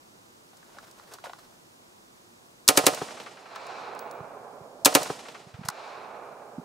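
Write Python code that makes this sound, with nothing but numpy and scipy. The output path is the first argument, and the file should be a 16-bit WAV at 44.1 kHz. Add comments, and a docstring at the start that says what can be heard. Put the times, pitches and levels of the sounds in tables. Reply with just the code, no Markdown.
"""Over a breeze in the grass, a shooter beside a timber shelter settles: clothes rustle, loose parts tap, steel clicks.
An automatic rifle fires a burst of three, then of two, its hammer and bolt clacking as filtered noise pulses.
Each shot cracks, booms in the shelter's modes, slaps back from walls and banks and rolls back from distant woods.
After the first burst cases tick and ring on the ground; later, slow swings bump the microphone as parts still knock.
The recorder's gain control ducks under the blasts, and its overload flattens the strongest peaks."""
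import sys
import numpy as np
from scipy import signal
from scipy.fft import rfft, irfft
from scipy.io import wavfile
from scipy.ndimage import uniform_filter1d

SR = 44100
rng = np.random.default_rng(int(sys.argv[2]) if len(sys.argv) > 2 else 0)


def master_out(mix):
    """Clip the mix to full scale and print it as 16-bit PCM to the path in sys.argv[1]."""
    frames = np.transpose(np.atleast_2d(mix))
    ceiling = np.clip(frames, -1, 1)
    pcm = np.round(ceiling * 32767).astype(np.int16)
    wavfile.write(sys.argv[1], SR, pcm)


N = 293176
TIME = np.arange(N) / SR

# rounds fired: t/s, relative level/dB, extra crack level/dB
SHOT_TIMES_LEVELS = [(2.687, 2.5, 6.5), (2.7730, 1.5, 5), (2.8659, 5, 4), (4.857, 0.5, 4.5),
                     (4.9503, 3.5, 1.5)]
# colour of the boom that follows the crack: f/Hz, spectral level/dB
BOOM_COLOUR = [(30, -42.5), (70, -29), (130, -13.5), (205, -14), (285, -5), (370, -3), (520, -3.5),
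               (850, -6), (1400, -10), (2200, -10.5), (4000, -19), (9000, -38)]
# colour of hard contacts, steel or brass: f/Hz, spectral level/dB
HARD_COLOUR = [(50, -43.5), (200, -17), (1200, -3.5), (2500, -17.5), (4500, 8), (6000, 5.5), (8000, 4.5),
               (11000, 0.5), (16000, -7)]
# left-right correlation of near sound: f/Hz, correlation
NEAR_LIKENESS = [(60, 0.31), (130, 0.99), (290, 0.88), (640, 0.93), (1410, 0.52), (3100, 0.83),
                 (6820, 0.89), (15000, 0.98)]
# lean of echoes and bumps: f/Hz, left minus right level/dB
LEAN_BY_HZ = [(100, -4.5), (380, -3.5), (700, -8), (1300, -1.5), (2400, 0.5), (12000, -2.5)]


def from_db(db):
    """The logarithmic level law: amplitude gain of a level in dB."""
    return 10 ** (np.asarray(db) / 20)


def rms_one(x):
    """Normalisation by mean power: the same sound at rms 1."""
    return x / np.sqrt(np.mean(x ** 2) + 1e-20)


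def at_hz(points, hz):
    """Interpolation of a table along a logarithmic frequency axis."""
    f, value = np.transpose(points)
    return np.interp(np.log(np.maximum(hz, 1)), np.log(f), value)


def pan(db):
    """Interchannel level difference: two gains for a left minus right level in dB."""
    return from_db(np.array([[db], [-db]]) / 2)


def fade(t, t60):
    """Exponential decay: 60 dB lost in t60 seconds."""
    return np.exp(-np.log(1000) * t / t60)


def swell(t, rise_s, t60):
    """Build-up and decay of energy: silent before time zero, rising, then dying away."""
    t = np.maximum(t, 0)
    return (1 - np.exp(-t / rise_s)) * fade(t, t60)


def add(out, s, sound):
    """Linear superposition: mix a sound in at a time in seconds."""
    i = round(s * SR)
    out[:, i:i + sound.shape[1]] += sound[:, :N - i]


def noise(colour, likeness, size):
    """Partially correlated stereo noise: independent mid and side mixed by likeness; rms 1."""
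    hz = np.arange(size // 2 + 1) * SR / size
    mid, side = rfft(rng.standard_normal((2, size)))
    alike = np.clip(at_hz(likeness, hz), -1, 1)
    both = np.sqrt(1 + alike) * mid + np.sqrt(1 - alike) * side * [[1], [-1]]
    return rms_one(irfft(both * from_db(at_hz(colour, hz)), size))


def flicker(depth_db, size, count=440):
    """Slow amplitude modulation: smoothing over about 10 ms makes a randomly wavering gain."""
    slow = uniform_filter1d(uniform_filter1d(rng.standard_normal(size), count), count)
    return rms_one(from_db(depth_db * rms_one(slow)))


def causal(gain):
    """Minimum phase: the folded cepstrum gives a filter of this gain that sounds nothing early."""
    cepstrum = irfft(np.log(gain))
    half = len(cepstrum) // 2
    return np.exp(rfft(np.r_[cepstrum[0], 2 * cepstrum[1:half], np.zeros(half)]))


def puff(colour, t60, rise_s, size=16384, count=160):
    """Dense superposition of wavefronts: a noise pulse, its energy evened out under the colour."""
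    right_lag_ms = 0.0044
    t, hz = TIME[:size], np.arange(size // 2 + 1) * SR / size
    envelope = swell(t, rise_s, t60)
    spectrum = rfft(noise([(1, 0)], NEAR_LIKENESS, size) * envelope)
    power = np.mean(np.abs(spectrum) ** 2, axis=0)
    uneven = np.sqrt(uniform_filter1d(power, count) + 1e-12)
    lag = np.exp(-2j * np.pi * hz * right_lag_ms / 1000 * np.array([[0], [1]]))
    shaping = causal(from_db(at_hz(colour, hz)) / uneven)
    coloured = irfft(spectrum * lag * shaping)
    return rms_one(coloured) * np.sqrt(np.mean(envelope ** 2))


def ring(hz, t60, rise_s, lag_s=0, size=16384):
    """Damped resonance: a sine builds up and rings out, reaching the left side lag_s later."""
    t = np.maximum(TIME[:size] - np.array([[lag_s], [0]]), 0)
    return np.sin(2 * np.pi * hz * t) * swell(t, rise_s, t60)


def contact(colour, t60):
    """Impulsive excitation: a hard touch starts almost at once."""
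    return puff(colour, t60, rise_s=.0002)


def breeze():
    """Broadband flow noise: the breeze in the grass as steady coloured noise."""
    # colour of the breeze: f/Hz, spectral level/dB
    breeze_colour = [(15, -46.5), (25, -17), (71, -20.5), (107, -11), (156, -11.5), (209, -8.5),
                     (313, -10.5), (340, -6), (410, -11), (523, -11), (722, -10.5), (1050, -11),
                     (1900, -19.5), (6730, -23), (15500, -32.5)]
    # left-right correlation of ambient sound: f/Hz, correlation
    ambient_likeness = [(60, 0.42), (130, 0.64), (290, 0.59), (640, -0.42), (1410, -0.57), (3100, -0.7),
                        (6820, 0.63), (15000, 0.26)]
    return from_db(-55) * pan(-1.1) * noise(breeze_colour, ambient_likeness, N)


def knock(db, hz, t60):
    """Modal excitation: a damped contact sets the rifle's body modes ringing with random signs."""
    # colour of a dull knock: multiple of the body pitch, spectral level/dB
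    knock_colour = [(.12, -42), (.55, 2.5), (.85, 23.5), (1.15, 21), (1.9, 0), (2.6, 5), (4.2, 4), (7, -8),
                    (15, -26)]
    # modes of the rifle's body: f/Hz, relative level/dB, t60/s
    body_modes = [(815, -7, 0.06), (1440, 1, 0.036), (1970, -6, 0.037), (2950, -28, 0.07),
                  (3950, -15, 0.086)]
    colour = [(hz * multiple, level) for multiple, level in knock_colour]
    signs = rng.choice([-1, 1], len(body_modes))
    body = 0
    for sign, (mode_hz, level, mode_t60) in zip(signs, body_modes):
        body = body + sign * from_db(level) * ring(mode_hz, mode_t60, rise_s=0.00039)
    # a brief touch gives the body less energy
    push = from_db(-6) * np.sqrt(min(t60 / body_modes[0][2], 1))
    return from_db(db) * pan(-1.1) * (contact(colour, t60) + push * body)


def shouldering():
    """Friction and random impacts: clothes rustle, a sleeve brushes the stock, loose parts tap."""
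    # colour of the rustling clothes: f/Hz, spectral level/dB
    rustle_colour = [(100, -14), (500, 1.5), (850, 0), (1500, -1.5), (2200, -9.5), (4500, -10), (8000, -15),
                     (15000, -22)]
    start_s, end_s, fade_s = 0.71, 1.385, 0.4  # fades lie outside start and end
    rustle_db = -57
    brush_s, brush_width_s, brush_db = 1.134, 0.025, -50.5
    taps_per_s, tap_db, tap_spread_db, tap_hz, tap_t60_s = 10, -43.5, 8, 1100, 0.016

    inside_s = np.minimum(TIME - start_s, end_s - TIME)
    motion = np.clip(1 + inside_s / fade_s, 0, 1) ** 2
    brush = np.exp(-((TIME - brush_s) / brush_width_s) ** 2)
    level = from_db(rustle_db) * motion + from_db(brush_db) * brush
    out = level * noise(rustle_colour, NEAR_LIKENESS, N) * flicker(depth_db=3.5, size=N)

    starts = np.arange(start_s - fade_s / 2, end_s, 1 / taps_per_s)
    variations = rng.uniform(-1.1, 1, (len(starts), 3))
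    for s, (late, strength, pitch) in zip(starts, variations):
        level_db = tap_db + tap_spread_db * strength
        tap = knock(level_db, tap_hz * 2 ** (pitch / 2), tap_t60_s)
        add(out, s + .5 * late / taps_per_s, tap)
    return out


def steel(db, t60):
    """Impact of stiff bodies: steel on steel gives a bright click."""
    return from_db(db) * pan(-0.48) * contact(HARD_COLOUR, t60)


def handling():
    """Impact excitation: dull knocks of stock and grip, steel clicks of sling and safety catch."""
    # knocks: t/s, relative level/dB, body f/Hz, t60/s
    knock_events = [(.745, -47.5, 810, 0.1), (0.768, -41, 696, 0.044), (0.785, -34, 1390, 0.025),
                    (0.9958, -39, 1140, 0.02), (1.136, -43.5, 900, 0.077), (1.239, -33.5, 840, 0.15),
                    (1.256, -36.5, 1460, 0.05), (1.2675, -32, 625, 0.036), (1.295, -32.5, 790, 0.035),
                    (1.3333, -28.5, 1130, 0.011), (3.560, -22, 1190, 0.036), (5.656, -25, 790, 0.021),
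                    (5.687, -8, 1180, 0.0093), (6.581, -45, 384.4, 0.024)]
    # clicks: t/s, relative level/dB, t60/s
    click_events = [(0.569, -48.5, 0.032), (0.912, -42.5, 0.017), (1.137, -34.5, 0.027), (1.242, -47, 0.15),
                    (5.651, -36, 0.079), (5.6854, -11, 0.017)]
    out = np.zeros((2, N))
    for s, db, hz, t60 in knock_events:
        add(out, s, knock(db, hz, t60))
    for s, db, t60 in click_events:
        add(out, s, steel(db, t60))
    return out


def action():
    """Sequential impacts: hammer before a burst, bolt before further rounds and after the last."""
    cycle_s = 0.08
    hammer_lead_s, hammer_db, hammer_t60_s = 0.0086, -5, 0.039
    bolt_lead_s, bolt_db, bolt_t60_s = 0.0091, -15.5, 0.09
    close_db, close_t60_s = -12.5, 0.029
    out = np.zeros((2, N))
    times = np.array(SHOT_TIMES_LEVELS)[:, 0]
    # a gap of more than two cycles parts the bursts
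    pause = np.diff(np.r_[-np.inf, times, np.inf]) > 2 * cycle_s
    for s, first, last in zip(times, pause, pause[1:]):
        if first:
            add(out, s - hammer_lead_s, steel(hammer_db, hammer_t60_s))
        else:
            add(out, s - bolt_lead_s, steel(bolt_db, bolt_t60_s))
        if last:
            add(out, s + cycle_s, steel(close_db, close_t60_s))
    return out


def scatter(envelope, colour, true_at_s, air_db):
    """Diffuse scattering with air absorption: loss is air_db per second and kHz, exact colour at true_at_s."""
    # left-right correlation of far sound: f/Hz, correlation
    far_likeness = [(60, 0.6), (130, 1), (290, 0.93), (640, 1), (1410, 0.37), (3100, 0.77), (6820, 0.74),
                    (15000, 0.36)]
    size = len(envelope)
    t, hz = TIME[:size], np.arange(size // 2 + 1) * SR / size
    spectrum, out = rfft(noise(colour, far_likeness, size)), 0
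    edges = np.r_[30, np.geomspace(300, 17000, 24)]
    for low, high in zip(edges, edges[1:]):
        centre = np.sqrt(low * high)
        khz = centre / 1000
        loss_db = np.maximum(air_db * khz * (t - true_at_s), -2)  # early boost at most 2 dB
        band = irfft(spectrum * ((hz >= low) & (hz < high)), size)
        out = out + band * from_db(-loss_db) * pan(at_hz(LEAN_BY_HZ, centre))
    return out * envelope


def tails(size=131072):
    """Propagation delay and diffusion: grass, banks and woods answer later and longer with distance."""
    # colour of the scatter from grass and banks: f/Hz, spectral level/dB
    near_colour = [(50, -18.5), (150, -6.5), (400, -0.5), (700, 2.5), (1500, -6), (2600, -7.5),
                   (5000, -6.5), (9000, -9.5), (12000, -18), (15000, -25)]
    # colour of the roll from the woods: f/Hz, spectral level/dB
    far_colour = [(59, -49.5), (100, -19), (200, -20), (330, -13.5), (420, -6), (720, -1.5), (1370, -6.5),
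                  (2000, -16), (2350, -11), (3080, -21.5), (4080, -18), (9000, -36), (11700, -80)]
    t = TIME[:size]
    grass = from_db(-16.5) * swell(t, rise_s=0.0057, t60=0.58)
    banks = from_db(-30.5) * swell(t - 0.17, rise_s=0.19, t60=1.61)
    woods = from_db(-32) * swell(t - 0.68, rise_s=0.41, t60=7.4)
    near = scatter(np.hypot(grass, banks), near_colour, true_at_s=0.046, air_db=3.0)
    far = scatter(woods, far_colour, true_at_s=0.96, air_db=12.5)
    return near * flicker(depth_db=1.5, size=size) + far * flicker(depth_db=0.92, size=size)


def range_response():
    """Impulse response of the range: boom, shelter modes, single echoes and tails serve every round."""
    # resonances of the shelter: f/Hz, relative level/dB, t60/s
    shelter_modes = [(289.6, -6, 0.062), (453, -17, 0.19), (542.4, -12.5, 0.092), (609.5, -16.5, 0.14),
                     (740, -13.5, 0.18), (842, -10.5, 0.077), (985, -28, 0.083), (1060, -13, 0.13),
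                     (1240, -18, 0.13), (1383, -13, 0.079), (1830, -24.5, 0.078), (2895, -17.5, 0.072)]
    # single echoes off walls and banks: delay t/s, relative level/dB, centre f/Hz, t60/s
    echo_paths = [(0.069, -11.5, 750, 0.037), (.1065, -16, 1000, 0.04), (.1475, -13.5, 683.6, 0.031),
                  (0.151, -10, 334.6, 0.027), (0.334, -27, 550, 0.043), (0.333, -28.5, 2300, .04),
                  (0.395, -31, 1266, 0.086), (.682, -37, 1300, 0.11)]
    out = np.zeros((2, N))
    add(out, .002, from_db(4.5) * pan(-0.11) * puff(BOOM_COLOUR, t60=0.065, rise_s=0.0018))
    for k, (hz, db, t60) in enumerate(shelter_modes):
        mode = ring(hz, t60, rise_s=0.0025, lag_s=0.00024)
        add(out, .004, (-1) ** k * from_db(db + 7.0) * pan(-5.0) * mode)
    for delay, db, hz, t60 in echo_paths:
        colour = [(hz / 10, -28), (hz / 2, -4), (hz, 0), (hz * 2, -8), (hz * 5, -24), (hz * 12, -50)]
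        add(out, delay, from_db(db) * pan(-0.38) * puff(colour, t60, rise_s=0.002))
    add(out, 0, tails())
    return out


def gunfire():
    """Source and response: each round's own turbulent crack and gas puff set off the whole range."""
    # colour of the muzzle crack: f/Hz, spectral level/dB
    crack_colour = [(50, -52), (200, -17), (500, -7), (950, -1.5), (1700, -4), (2800, -1), (4500, 1.5),
                    (7000, 2), (10000, 0.5), (13000, -4), (16000, -12)]
    out, response = np.zeros((2, N)), range_response()
    for s, db, crack_db in SHOT_TIMES_LEVELS:
        crack = puff(crack_colour, t60=0.039, rise_s=0.00027)
        add(out, s, from_db(db + crack_db + 3.5) * pan(-0.6) * crack)
        gas = puff(BOOM_COLOUR, t60=0.037, rise_s=0.00067)
        add(out, s, from_db(db) * pan(-2.8) * gas)
        add(out, s, from_db(db) * response)
    return out


def cases():
    """Impact and resonance: a case ticks on the ground and its thin brass mouth rings very high."""
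    # landings: t/s, relative tick level/dB, ring level/dB
    landings = [(3.557, -27, -62), (3.668, -27, -68), (3.95, -32, -70), (3.9918, -21, -44),
                (4.1119, -26, -50)]
    out = np.zeros((2, N))
    for s, db, ring_db in landings:
        tick = from_db(db - 8.5) * contact(HARD_COLOUR, t60=0.01)
        mouth = from_db(ring_db) * ring(15740, t60=0.24, rise_s=.0003)
        add(out, s, pan(-1.7) * (tick + mouth))
    return out


def bumps():
    """Pressure oscillation at the microphone: air swings it for a slow cycle or two in a Gaussian envelope."""
    # bumps: t/s at the middle, relative level/dB, f/Hz
    bump_events = [(4.212, -33, 140), (4.616, -40.5, 140), (5.473, -37, 151.2), (5.549, -32, 111.3),
                   (5.595, -28, 165.3), (5.616, -30, 185), (5.654, -30.5, 134.1), (5.689, -30, 156),
                   (6.586, -23.5, 236), (6.598, -32, 197.4)]
    half_cycles = 0.79  # from the middle to 1/e
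    out = np.zeros((2, N))
    t = TIME[:4096] - TIME[2048]
    for s, db, hz in bump_events:
        swing = np.cos(2 * np.pi * hz * t) * np.exp(-(hz * t / half_cycles) ** 2)
        add(out, s + t[0], from_db(db) * pan(at_hz(LEAN_BY_HZ, hz)) * swing)
    return out


def nearby(x):
    """Comb filtering by close reflections; the open shelter holds no deep bass."""
    # posts, wall and ground beside the microphone: delay t/s, relative level/dB
    close_paths = [(.00075, -27), (.0022, -48.5), (.0047, -23.5), (0.0146, -15.5)]
    out = x.copy()
    for delay, db in close_paths:
        add(out, delay, from_db(db) * x)
    return signal.sosfilt(signal.butter(2, 70, "high", fs=SR, output="sos"), out)


def scene():
    """Superposition of sources: rifle and shooter through the close paths, the rest direct."""
    around = breeze() + cases() + bumps()
    rifle = shouldering() + handling() + action() + gunfire()
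    return around + from_db(-2.5) * nearby(rifle)


def released(cut_db, db_per_s):
    """Peak holding with linear release: a gain cut recovers at a steady rate in dB per second."""
    return np.maximum.accumulate(cut_db + db_per_s * TIME) - db_per_s * TIME


def gain_control(x, limit_db, attack_s, quick_db, held_db, slow_db):
    """Level-dependent gain: cuts return at quick_db per s, their last held_db at slow_db per s."""
    power = uniform_filter1d(np.mean(x ** 2, axis=0), size=88)  # about 2 ms
    over = np.maximum(10 * np.log10(np.maximum(power, 1e-12)) - limit_db, 0)
    quick = released(over, quick_db)
    slow = released(np.minimum(over, held_db), slow_db)
    cut = np.maximum(quick, slow)
    r = np.exp(-1 / (attack_s * SR))
    return x * from_db(-signal.lfilter([1 - r], [1, -r], cut))


def record(dry):
    """Compression, saturation and band limiting: gain control, soft overload, then a steep top cut."""
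    level = gain_control(dry, limit_db=-10.5, attack_s=0.0025, quick_db=60.5, held_db=7.5, slow_db=3.0)
    overloaded = 0.92 * np.tanh(level / 0.89)
    top_cut = signal.ellip(10, .2, 70, 15700, fs=SR, output="sos")  # passband edge in Hz
    return signal.sosfilt(top_cut, overloaded)


dry = scene()
out = record(dry)
master_out(out)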